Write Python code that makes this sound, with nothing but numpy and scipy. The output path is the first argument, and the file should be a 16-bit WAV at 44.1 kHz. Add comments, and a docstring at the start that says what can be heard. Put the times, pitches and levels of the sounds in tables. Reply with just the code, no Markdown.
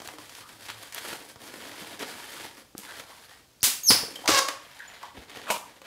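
"""In a small, bare room, long latex balloons are twisted by hand.
Skin on latex makes dense tiny slips that ring the balloons, with ticks, squeaks and hollow bumps between.
Stretched latex snaps in short noise bursts, and a taut neck squeals downward as a falling near-sine
and lets go with a thump. Then balloon grips balloon: a slip in every cycle makes
a rough squawk and, at the end, short croaks."""
import sys
import numpy as np
from scipy import signal
from scipy.fft import rfft, irfft
from scipy.io import wavfile

SR = 44100
rng = np.random.default_rng(int(sys.argv[2]) if len(sys.argv) > 2 else 0)


def inscribe(sig):
    """Save sig as 16-bit PCM at rate SR to the path in sys.argv[1].

    A 1-D sig is mono; a 2-D sig holds one channel per row.
    Samples are clipped to [-1, 1] before scaling.
    """
    pcm = np.round(np.clip(np.atleast_2d(sig).T, -1, 1) * 32767)
    wavfile.write(sys.argv[1], SR, pcm.astype(np.int16))


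N = 258426
TIME = np.arange(N) / SR
TOP_HZ = 15600  # the microphone hears nothing above this

# colour of the hiss of sliding latex: f/Hz, level/dB
HISS_COLOUR = [(2500, -20), (4500, -0.5), (6000, -5.5), (8000, -4.5), (11000, -4.5), (15500, -13.5)]


def undb(db):
    """Turn decibels into a gain."""
    return 10 ** (np.asarray(db) / 20)


def unit(x):
    """Scale a sound to an rms of 1."""
    return x / np.sqrt(np.mean(x ** 2) + 1e-20)


def add(out, s, x):
    """Mix a short sound in at time s (seconds)."""
    i = max(int(s * SR), 0)
    out[i:i + len(x)] += x[:max(N - i, 0)]


def at_hz(points, hz):
    """Read a table between its points, on a log-frequency axis."""
    f, v = np.transpose(points)
    return np.interp(np.log(hz + 1), np.log(f), v)


def ring(x, response):
    """Pass a sound through an impulse response."""
    return signal.fftconvolve(x, response)[:len(x)]


def colour(points, size=2048):
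    """Make a minimum-phase response of unit energy with the given spectrum."""
    log_gain = np.log(undb(at_hz(points, np.fft.rfftfreq(size, 1 / SR))))
    cepstrum = irfft(log_gain)
    # folding the cepstrum forward in time makes the response causal
    cepstrum[1:size // 2] *= 2
    cepstrum[size // 2 + 1:] = 0
    h = irfft(np.exp(rfft(cepstrum)))
    return h / np.linalg.norm(h)


def band(x, hz, width):
    """Two-pole band-pass with a gain of 1 at its centre."""
    g = np.tan(np.pi * min(hz, TOP_HZ) / SR)
    k = width / hz
    top = [g * k, 0, -g * k]
    bottom = [1 + g * k + g * g, 2 * g * g - 2, 1 - g * k + g * g]
    return signal.lfilter(top, bottom, x)


def fade(t60):
    """Exponential decay that reaches -60 dB after t60 seconds."""
    t = np.arange(int(t60 * SR) + 8) / SR
    return np.exp(-np.log(1000) * t / t60)


def envelope(s, length, attack, release):
    """Rise from time s, hold until the length is over, then die away."""
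    rise = np.clip((TIME - s) / attack, 0, 1)
    return rise * np.exp(-np.clip((TIME - s - length) / release, 0, 30))


def walk(rate):
    """Random wandering of rms 1, with a new target rate times a second."""
    return unit(np.interp(TIME * rate, np.arange(N), rng.standard_normal(N)))


def mode(hz, t60):
    """One damped vibration, with a soft start over its first cycle or so."""
    decay = fade(t60)
    cycles = hz * np.arange(len(decay)) / SR
    return decay * np.sin(2 * np.pi * cycles) * (1 - np.exp(-2 * cycles))


def crack(noise, t60, hz, width):
    """One sudden slip: a step of the skin and a fast-dying flutter; peak 1."""
    decay = fade(t60)[:len(noise)]
    push = noise[:len(decay)] * decay
    push[0] = 5.73  # the step
    x = band(push, hz, width)
    return x / np.abs(x).max()


def background():
    """The quiet of the room as coloured noise, with a faint low hum that comes and goes."""
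    # f/Hz, level/dB
    quiet_colour = [(25, -9.5), (60, -8.5), (120, -8.5), (180, -10.5), (500, -15), (1500, -22.5),
                    (5000, -21), (15000, -29.5)]
    swell = undb(-63) * envelope(.15, .73, attack=.1, release=.1)
    hum = unit(band(band(rng.standard_normal(N), 107.6, 8.8), 107.6, 8.8))
    quiet = ring(rng.standard_normal(N), colour(quiet_colour))
    return undb(-60) * quiet + swell * hum


def hand_strokes():
    """Gains of rasp, hollow body and hiss: each stroke rises, holds and fades as the pressure wavers."""
    # strokes of a hand over latex, before the pressure and the trims of the rubbing:
    # start t/s, length t/s, rasp level/dB, hollow body level/dB re rasp, hiss level/dB re rasp
    strokes = [(0, 0.14, -52.5, -2, -1.5), (0.164, 0.25, -51, -8.5, -3), (0.442, 0.22, -53.5, -3.5, -2),
               (0.57, 0.094, -49, -10, -2.5), (0.663, 0.048, -41, -16, -10), (0.726, .17, -49, -11.5, -4),
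               (0.915, 0.068, -40, -17, -3.5), (0.99, .14, -41, -6, -3), (1.155, 0.16, -53.5, -2, -1.5),
               (1.38, 0.24, -48.5, -1, -3), (1.566, 0.38, -44.5, -3.5, -6), (1.982, .045, -36.5, -3, -11),
               (2.027, 0.3, -45.5, -7, -4.5), (2.238, 0.25, -45, -7, -4.5), (2.491, 0.13, -58, -2.5, -2),
               (2.76, 0.16, -49, -10, -3.5), (2.852, 0.16, -47, -9.5, -6), (3.046, 0.2, -55, -17, -2),
               (3.256, 0.13, -55.5, -17, -6), (4, 0.39, -52.5, 0.5, -2), (4.59, 0.22, -52.5, -20, -8.5),
               (4.781, 0.31, -51.5, -17, -12.5), (5.129, .1, -50.5, 1.5, -10),
               (5.263, 0.3, -49.5, -7.5, -12), (5.644, .14, -57, -4.5, -9), (5.827, .04, -46, -9, -11)]
    gains = np.zeros((3, N))
    for s, length, db, hollow_db, hiss_db in strokes:
        stroke = undb(db) * envelope(s, length, attack=.04, release=.026)
        gains = np.maximum(gains, np.outer(undb([0, hollow_db, hiss_db]), stroke))
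    pressure_db = 1.26 * walk(16)
    return gains * undb(pressure_db)


def micro_slips(rate, spread_db):
    """A dense stream of tiny slips, rate a second, a few of them much larger than the rest."""
    sizes = undb(spread_db * np.minimum(rng.exponential(size=N), 5))
    slips_now = rng.random(N) < rate / SR
    return unit(slips_now * sizes * rng.standard_normal(N))


def catches(count, low_hz, high_hz, cycles, weak_db):
    """Brief catches of skin on latex, each a short damped vibration at a pitch of its own."""
    out = np.zeros(N)
    for when, pitch, life, size in rng.random((count, 4)):
        hz = low_hz * (high_hz / low_hz) ** pitch
        gain = undb(weak_db * np.log(size + 0.037))  # some catches are much weaker
        add(out, when * N / SR, gain * mode(hz, cycles * (0.16 + life) / hz))
    return unit(out)


def rubbing(rasp_gain, hollow_gain, hiss_gain):
    """Hands drag over latex in uneven steps: the skin rasps, catches and hisses, the air inside answers."""
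    # colours of the skin's rasp and of the air inside: f/Hz, level/dB
    rasp_colour = [(260, -33), (450, -3), (808, -9), (928, 1.5), (1030, -6), (1740, 1.5), (1980, -0.5),
                   (2890, -4), (3170, -0.5), (7000, -18.5), (9100, -39), (15400, -120)]
    hollow_colour = [(40, -23), (100, -3), (170, -6), (290, 6), (450, -1.5), (600, -2), (900, -33),
                     (2000, -82.5)]
    grip = unit(undb(1.9 * walk(55) + 1.27 * walk(300)))
    slips = grip * micro_slips(rate=4000, spread_db=2.5)
    grains = grip * catches(count=3000, low_hz=650, high_hz=4700, cycles=34, weak_db=2.5)
    rasp = unit(ring(slips, colour(rasp_colour)) + undb(-6.0) * grains)
    hollow = ring(slips, colour(hollow_colour))
    hiss = ring(grip * micro_slips(rate=14000, spread_db=1.3), colour(HISS_COLOUR))
    return undb(-0.5) * rasp_gain * rasp + undb(-3.0) * hollow_gain * hollow + undb(0.55) * hiss_gain * hiss


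def ticks(rasp_gain):
    """Single small slips as the grip shifts; random fainter ones follow the strength of the rubbing."""
    # the clearest slips: t/s, peak level/dB, centre f/Hz
    clear_slips = [(.002, -26.5, 625), (0.019, -28.5, 563), (.087, -25.5, 750), (.185, -27.5, 680),
                   (0.256, -35, 3150), (.295, -29, 2320), (.351, -29, 2430), (.492, -32, 1460),
                   (.663, -28, 2190), (.686, -25, 2030), (0.702, -24, 1980), (0.924, -25.5, 2960),
                   (1.129, -24.5, 500), (1.359, -34, 570), (1.54, -27.5, 950), (2.571, -32.5, 1140),
                   (2.789, -32, 11000), (4.157, -25, 3280), (4.791, -35, 1870), (5.03, -29, 860),
                   (5.297, -30.5, 1400), (5.359, -35, 1840), (5.371, -27, 537), (5.817, -33, 700)]
    t60_s = 0.035
    strays_per_s, stray_db = 33, 13.5  # highest peak re the rasp gain
    low_hz, high_hz = 500, 3200
    out, strays = np.zeros(N), np.zeros(N)
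    for s, db, hz in clear_slips:
        add(out, s, undb(db) * crack(rng.standard_normal(4096), t60_s, hz, 1.86 * hz))
    for when, pitch, size in rng.random((int(strays_per_s * N / SR), 3)):
        hz = low_hz * (high_hz / low_hz) ** pitch
        slip = crack(rng.standard_normal(4096), t60_s, hz, 1.5 * hz)
        add(strays, when * N / SR, np.sqrt(size) * slip)
    return out + undb(stray_db) * rasp_gain * strays


def snaps():
    """Stretched latex lets go; returns the direct crack and the sharp pulse thrown into the room."""
    # t/s, peak level/dB, crack t60 t/s, centre f/Hz, width f/Hz, room pulse level/dB re the crack's rms
    releases = [(0.0752, -19.5, 0.0082, 3000, 9000, -18), (0.947, -15, 0.0063, 10800, 8000, -18),
                (1.994, -26, 0.021, 3500, 8000, 2), (2.78, -20, 0.015, 8400, 9100, -3),
                (3.6306, -2.5, .012, 6500, 14000, 11), (3.9059, -3.5, 0.061, 2460, 7040, 0.5),
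                (4.2768, -7, 0.034, 1900, 3900, 1), (4.2949, -11, 0.037, 1190, 3000, 4),
                (5.503, -9.5, 0.027, 760, 1000, -10.5), (5.507, -17, 0.095, 7260, 9000, -0.5)]
    direct, thrown = np.zeros(N), np.zeros(N)
    for s, db, t60, hz, width, room_db in releases:
        x = undb(db) * crack(rng.standard_normal(4096), t60, hz, width)
        pulse = band(signal.unit_impulse(len(x)), hz, width)
        add(direct, s, x)
        add(thrown, s, undb(room_db) * np.std(x) * unit(pulse))
    return direct, thrown


def knock(hz, t60):
    """A nudged balloon rings in a few quickly damped modes."""
    # frequency as a multiple of hz, level/dB, share of the t60
    balloon_modes = [(0.998, -3, 0.9), (1.52, -4.5, 0.49), (2.302, -12, 0.77), (3.6, -9, 0.43)]
    out = np.zeros(int(2 * t60 * SR) + 8)
    for ratio, db, life in balloon_modes:
        x = undb(db) * mode(hz * ratio, t60 * life)[:len(out)]
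        out[:len(x)] += x
    return out


def bumps(hollow_gain):
    """Clear bumps and thumps of the balloons, some of them ringing on after a snap or as the neck lets go, and
    random nudges that follow the strength of the rubbing."""
    # t/s, level/dB of the whole knock, base f/Hz of its modes, ring t60 t/s
    clear_bumps = [(0.076, -38, 101, .031), (.135, -43, 305, .25), (.187, -38, 305, 0.071),
                   (1.045, -38, 391, 0.14), (1.128, -32, 350, 0.056), (1.362, -33, 111, 0.036),
                   (1.818, -33, 210, 0.057), (2.002, -33, 274, 0.13), (2.751, -19.5, 327, 0.015),
                   (2.783, -37.5, 205, .1), (3.632, -15, 127, 0.018), (3.668, -37, 258, 0.22),
                   (3.9033, -7, 261, 0.032), (3.906, -25, 115, .17), (3.916, -10, 452, 0.016),
                   (3.946, -26, 325, .069), (4.03, -22.5, 159, 0.028), (4.035, -20, 476, 0.023),
                   (4.082, -31.5, 443, 0.053), (4.188, -35.5, 500, .079), (4.288, -10.5, 320, 0.082),
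                   (4.297, -15.5, 432, 0.051), (4.301, -33, 88, 0.27), (5.174, -30, 222, 0.051),
                   (5.181, -29.5, 67, 0.09), (5.502, -17.5, 619, 0.079)]
    nudges_per_s, nudge_db, nudge_t60_s = 14, 5, 0.079  # highest level re the hollow body gain
    low_hz, high_hz = 170, 530
    out, nudges = np.zeros(N), np.zeros(N)
    for s, db, hz, t60 in clear_bumps:
        add(out, s, undb(db) * knock(hz, t60))
    for when, pitch, size in rng.random((int(nudges_per_s * N / SR), 3)):
        hz = low_hz * (high_hz / low_hz) ** pitch
        add(nudges, when * N / SR, np.sqrt(size) * knock(hz, nudge_t60_s))
    return out + undb(nudge_db) * hollow_gain * nudges


def chirps():
    """Short squeaks under a fingertip; the rough ones stutter and waver."""
    # start t/s, length t/s, start f/Hz, end f/Hz, level/dB before the swell, roughness (0 = steady)
    squeaks = [(0.413, 0.068, 1194, 1322, -53.5, 0.54), (2.857, 0.071, 1548, 1714, -47.5, 0.89),
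               (3.091, 0.044, 753, 1115, -51.5, 0.77), (3.3, .054, 1850, 1905, -58.5, 0.2),
               (3.607, 0.021, 5200, 5400, -47, 1.2), (4.157, 0.0085, 3310, 3200, -36.5, .4),
               (4.236, 0.059, 805, 874, -39.5, 0.8), (4.789, .048, 1810, 1720, -43, 0.6),
               (4.876, 0.014, 7020, 6940, -48, .03), (5.029, 0.018, 1096, 756, -39.5, 1.1),
               (5.466, .0325, 1527, 1090, -39, 0.87), (5.59, .06, 900, 1020, -49, .7)]
    out, waver, stutter = np.zeros(N), walk(900), walk(450)
    for s, length, start_hz, end_hz, db, rough in squeaks:
        u = np.linspace(0, 1, int(length * SR))  # progress through the squeak
        now = int(s * SR) + np.arange(len(u))
        hz = start_hz * (end_hz / start_hz) ** u * np.exp(0.108 * rough * waver[now])
        phase = 2 * np.pi * np.cumsum(hz) / SR
        tone = np.sin(phase) + undb(-20) * np.sin(2 * phase)
        tone = (1 - rough + rough * stutter[now]) * tone
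        swell = np.sqrt(4 * u * (1 - u))
        add(out, s, undb(db) * swell * unit(tone))
    return out


def squeal():
    """The taut neck vibrates almost as a sine; its pitch drops ever faster as it slides free."""
    start_s, length_s, stop_s = 3.833, .073, 0.0038  # it falls silent just before the neck lets go
    start_hz, fall_hz, fall_power = 6610, 2430, 2.4
    # it starts swell_db softer and is at full level once the pitch has dropped by swell_fall_hz
    full_db, swell_db, swell_fall_hz = -11.5, 19, 1230
    fall = fall_hz * np.clip((TIME - start_s) / length_s, 0, 1) ** fall_power
    hz = start_hz - fall
    db = full_db - swell_db * np.maximum(1 - fall / swell_fall_hz, 0)
    phase = 2 * np.pi * np.cumsum(hz * (1 + 0.0074 * walk(1500))) / SR
    overtones = np.sin(2 * phase) + undb(-6) * np.sin(3 * phase) * (3 * hz < SR / 2)
    flutter = undb(1.8 * walk(400))
    gate = envelope(start_s, length_s - stop_s, attack=0.0026, release=stop_s / 2)
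    hiss = undb(-21) * ring(rng.standard_normal(N), colour(HISS_COLOUR))  # the sliding neck hisses too
    return gate * undb(db) * flutter * (np.sin(phase) + undb(-7.5) * overtones + hiss)


def slide(strokes):
    """Slip rate, gain and roughness of strokes that catch hard, settle, swell and let go."""
    settle_s, catch_s, catch_rough = .026, 0.019, .88
    hz, gain, rough = np.full(N, 1. * strokes[0][2]), np.zeros(N), np.zeros(N)
    for s, length, first_hz, settled_hz, db, swell_db, catch_db, settled_rough in strokes:
        age = np.clip(TIME - s, 0, length)
        unsettled = np.exp(-age / settle_s)
        hz = np.where(TIME >= s, settled_hz + (first_hz - settled_hz) * unsettled, hz)
        rough = np.where(TIME >= s, settled_rough + (catch_rough - settled_rough) * unsettled, rough)
        effort_db = db + swell_db * age / length + catch_db * np.exp(-age / catch_s)
        gain += undb(effort_db) * envelope(s, length, attack=0.0016, release=.002)
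    return hz, gain, np.clip(rough, 0, 1)


def stick_slip(hz, gain, rough, spectrum, jitter, scatter_db, limp_db, scrape_db):
    """Latex sticks and lets go once a cycle; rough strokes slip unevenly, and each slip scrapes."""
    step = hz * np.exp(jitter * rough * walk(600)) / SR
    phase = np.cumsum(step)
    i = np.flatnonzero(np.diff(np.floor(phase))) + 1  # samples where a new cycle has begun
    late = phase[i] % 1 / step[i]
    limp = limp_db * (-1) ** np.arange(len(i))  # strong and weak slips alternate
    scatter = scatter_db * (rough[i] + .5) * rng.standard_normal(len(i))
    sizes = undb(limp + scatter) / np.sqrt(step[i])
    # share each slip between two samples, so that it can fall between them
    pulses = np.zeros(N)
    pulses[i - 1] += sizes * late
    pulses[i] += sizes * (1 - late)
    scrape = unit(np.exp(-(phase % 1) / 0.38) * rng.standard_normal(N))
    return ring(gain * (pulses + undb(scrape_db) * scrape), colour(spectrum))


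def squawk():
    """Hard strokes, one of them long, set the balloon's resonances ringing; the harder, the shriller."""
    # start t/s, length t/s, first slip rate f/Hz, settled slip rate f/Hz, base level/dB,
    # swell level/dB by the end, extra level/dB at the catch, settled roughness (0-1)
    strokes = [(4.2565, .005, 700.8, 650, -30.5, -2.5, 1.5, .73),
               (4.2772, .116, 700, 537.5, -25.5, 8.5, 6.5, .1),
               (4.48, 0.0124, 591, 756.5, -32.5, 4.5, 2.5, .6)]
    # f/Hz, level/dB
    spectrum = [(88, -88), (150, -22), (302, -11.5), (445, -8.5), (540, -12.5), (595, -6), (877, -2.5),
                (1090, -5.5), (1370, -3), (1570, -7.5), (1940, -6.5), (2140, -8.5), (3410, -10.5),
                (5990, -11), (15500, -24.5)]
    # resonances of air and skin: f/Hz, width f/Hz, level/dB
    resonances = [(299, 18, 8.5), (531, 20, 1), (1096, 36, 2.5), (1606, 51, -2), (3660, 99, -2),
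                  (4820, 140, -13), (5200, 99, -17)]
    slip_hz, force, rough = slide(strokes)
    x = stick_slip(slip_hz, force, rough, spectrum, jitter=.22, scatter_db=3.0, limp_db=1.7, scrape_db=-7.0)
    # the curved skin spreads each slip in time: all-pass filters
    for hz, width in [(1400, 300), (2500, 950), (4300, 1700), (5600, 870), (7500, 2700)]:
        x = x - 2 * band(x, hz, width)
    effort = force / force.max()
    # the sliding contact favours now one part of the skin, now another
    for hz, width, gain in [(2530, 690, .15), (4700, 1400, 0.37), (6700, 3300, 0.41)]:
        x = x + effort * (gain + .5 * walk(90)) * band(x, hz, width)
    return x + sum(undb(db) * band(x, hz, width) for hz, width, db in resonances)


def croak():
    """Balloon grips balloon in short rough strokes, with one slip in every cycle."""
    # start t/s, length t/s, first slip rate f/Hz, settled slip rate f/Hz, base level/dB,
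    # swell level/dB by the end, extra level/dB at the catch, settled roughness (0-1)
    strokes = [(5.466, .036, 754, 600, -50.5, 18, 3, .64),
               (5.503, 0.0674, 755.5, 827, -35.5, -2.5, 10.5, .78)]
    # f/Hz, level/dB
    spectrum = [(88, -58), (150, -22), (193, -2), (352, -7), (631, -1), (844, -5.5), (930, 4.5),
                (1980, -18.5), (2360, -4), (5330, -20), (8830, -19), (15500, -27)]
    return stick_slip(*slide(strokes), spectrum, jitter=.3, scatter_db=2.0, limp_db=1.0, scrape_db=-4.5)


def room_response():
    """A few early reflections and a dense tail, each octave fading at its own pace; unit energy."""
    # reverberation: f/Hz, t60 t/s
    room_t60 = [(100, 0.34), (400, 0.49), (1500, 0.44), (5000, 0.38), (10000, 0.38), (15000, 0.35)]
    # nearby walls and furniture: delay t/s, level/dB re a tail of unit energy
    reflections = [(.0036, -19), (.0083, -20), (0.0095, -17), (0.015, -22), (0.0208, -19)]
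    t = np.arange(SR * 3 // 5) / SR
    noise = rfft(rng.standard_normal(len(t)))
    hz = np.fft.rfftfreq(len(t), 1 / SR)
    octave = np.round(np.log2(np.maximum(hz, 64)))
    tail = np.zeros(len(t))
    for k in np.unique(octave):
        decay = undb(-60 * t / at_hz(room_t60, 2 ** k))
        tail += irfft(noise * (octave == k), len(t)) * decay
    tail = tail * np.minimum(t / 0.0099, 1) ** 2  # the tail builds up gradually
    tail = tail / np.linalg.norm(tail)
    for s, db in reflections:
        tail[int(s * SR)] += undb(db)
    return tail / np.linalg.norm(tail)


def scene():
    """Mix all the sounds, each with its own share of the room's reverberation."""
    rasp_gain, hollow_gain, hiss_gain = hand_strokes()
    rub = rubbing(rasp_gain, hollow_gain, hiss_gain)
    tick, bump = ticks(rasp_gain), bumps(hollow_gain)
    snap, thrown = snaps()
    finger, neck = chirps(), squeal()
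    stroke, last = undb(-4) * squawk(), croak()
    direct = rub + tick + bump + neck + stroke + last + finger + snap
    # what each source sends into the room
    thrown = thrown + undb(-7.5) * rub + undb(-4) * tick + undb(-13.0) * bump + undb(-4.0) * finger
    thrown = thrown + neck + undb(-5.0) * stroke + undb(-12.0) * last
    return (direct + ring(thrown, room_response()) + background())[None]


def record(dry):
    """The microphone loses the deepest bass and the top."""
    x = signal.sosfilt(signal.butter(2, 45, "high", fs=SR, output="sos"), dry)
    return signal.sosfilt(signal.ellip(10, .2, 80, TOP_HZ, fs=SR, output="sos"), x)


dry = scene()
out = record(dry)
inscribe(out)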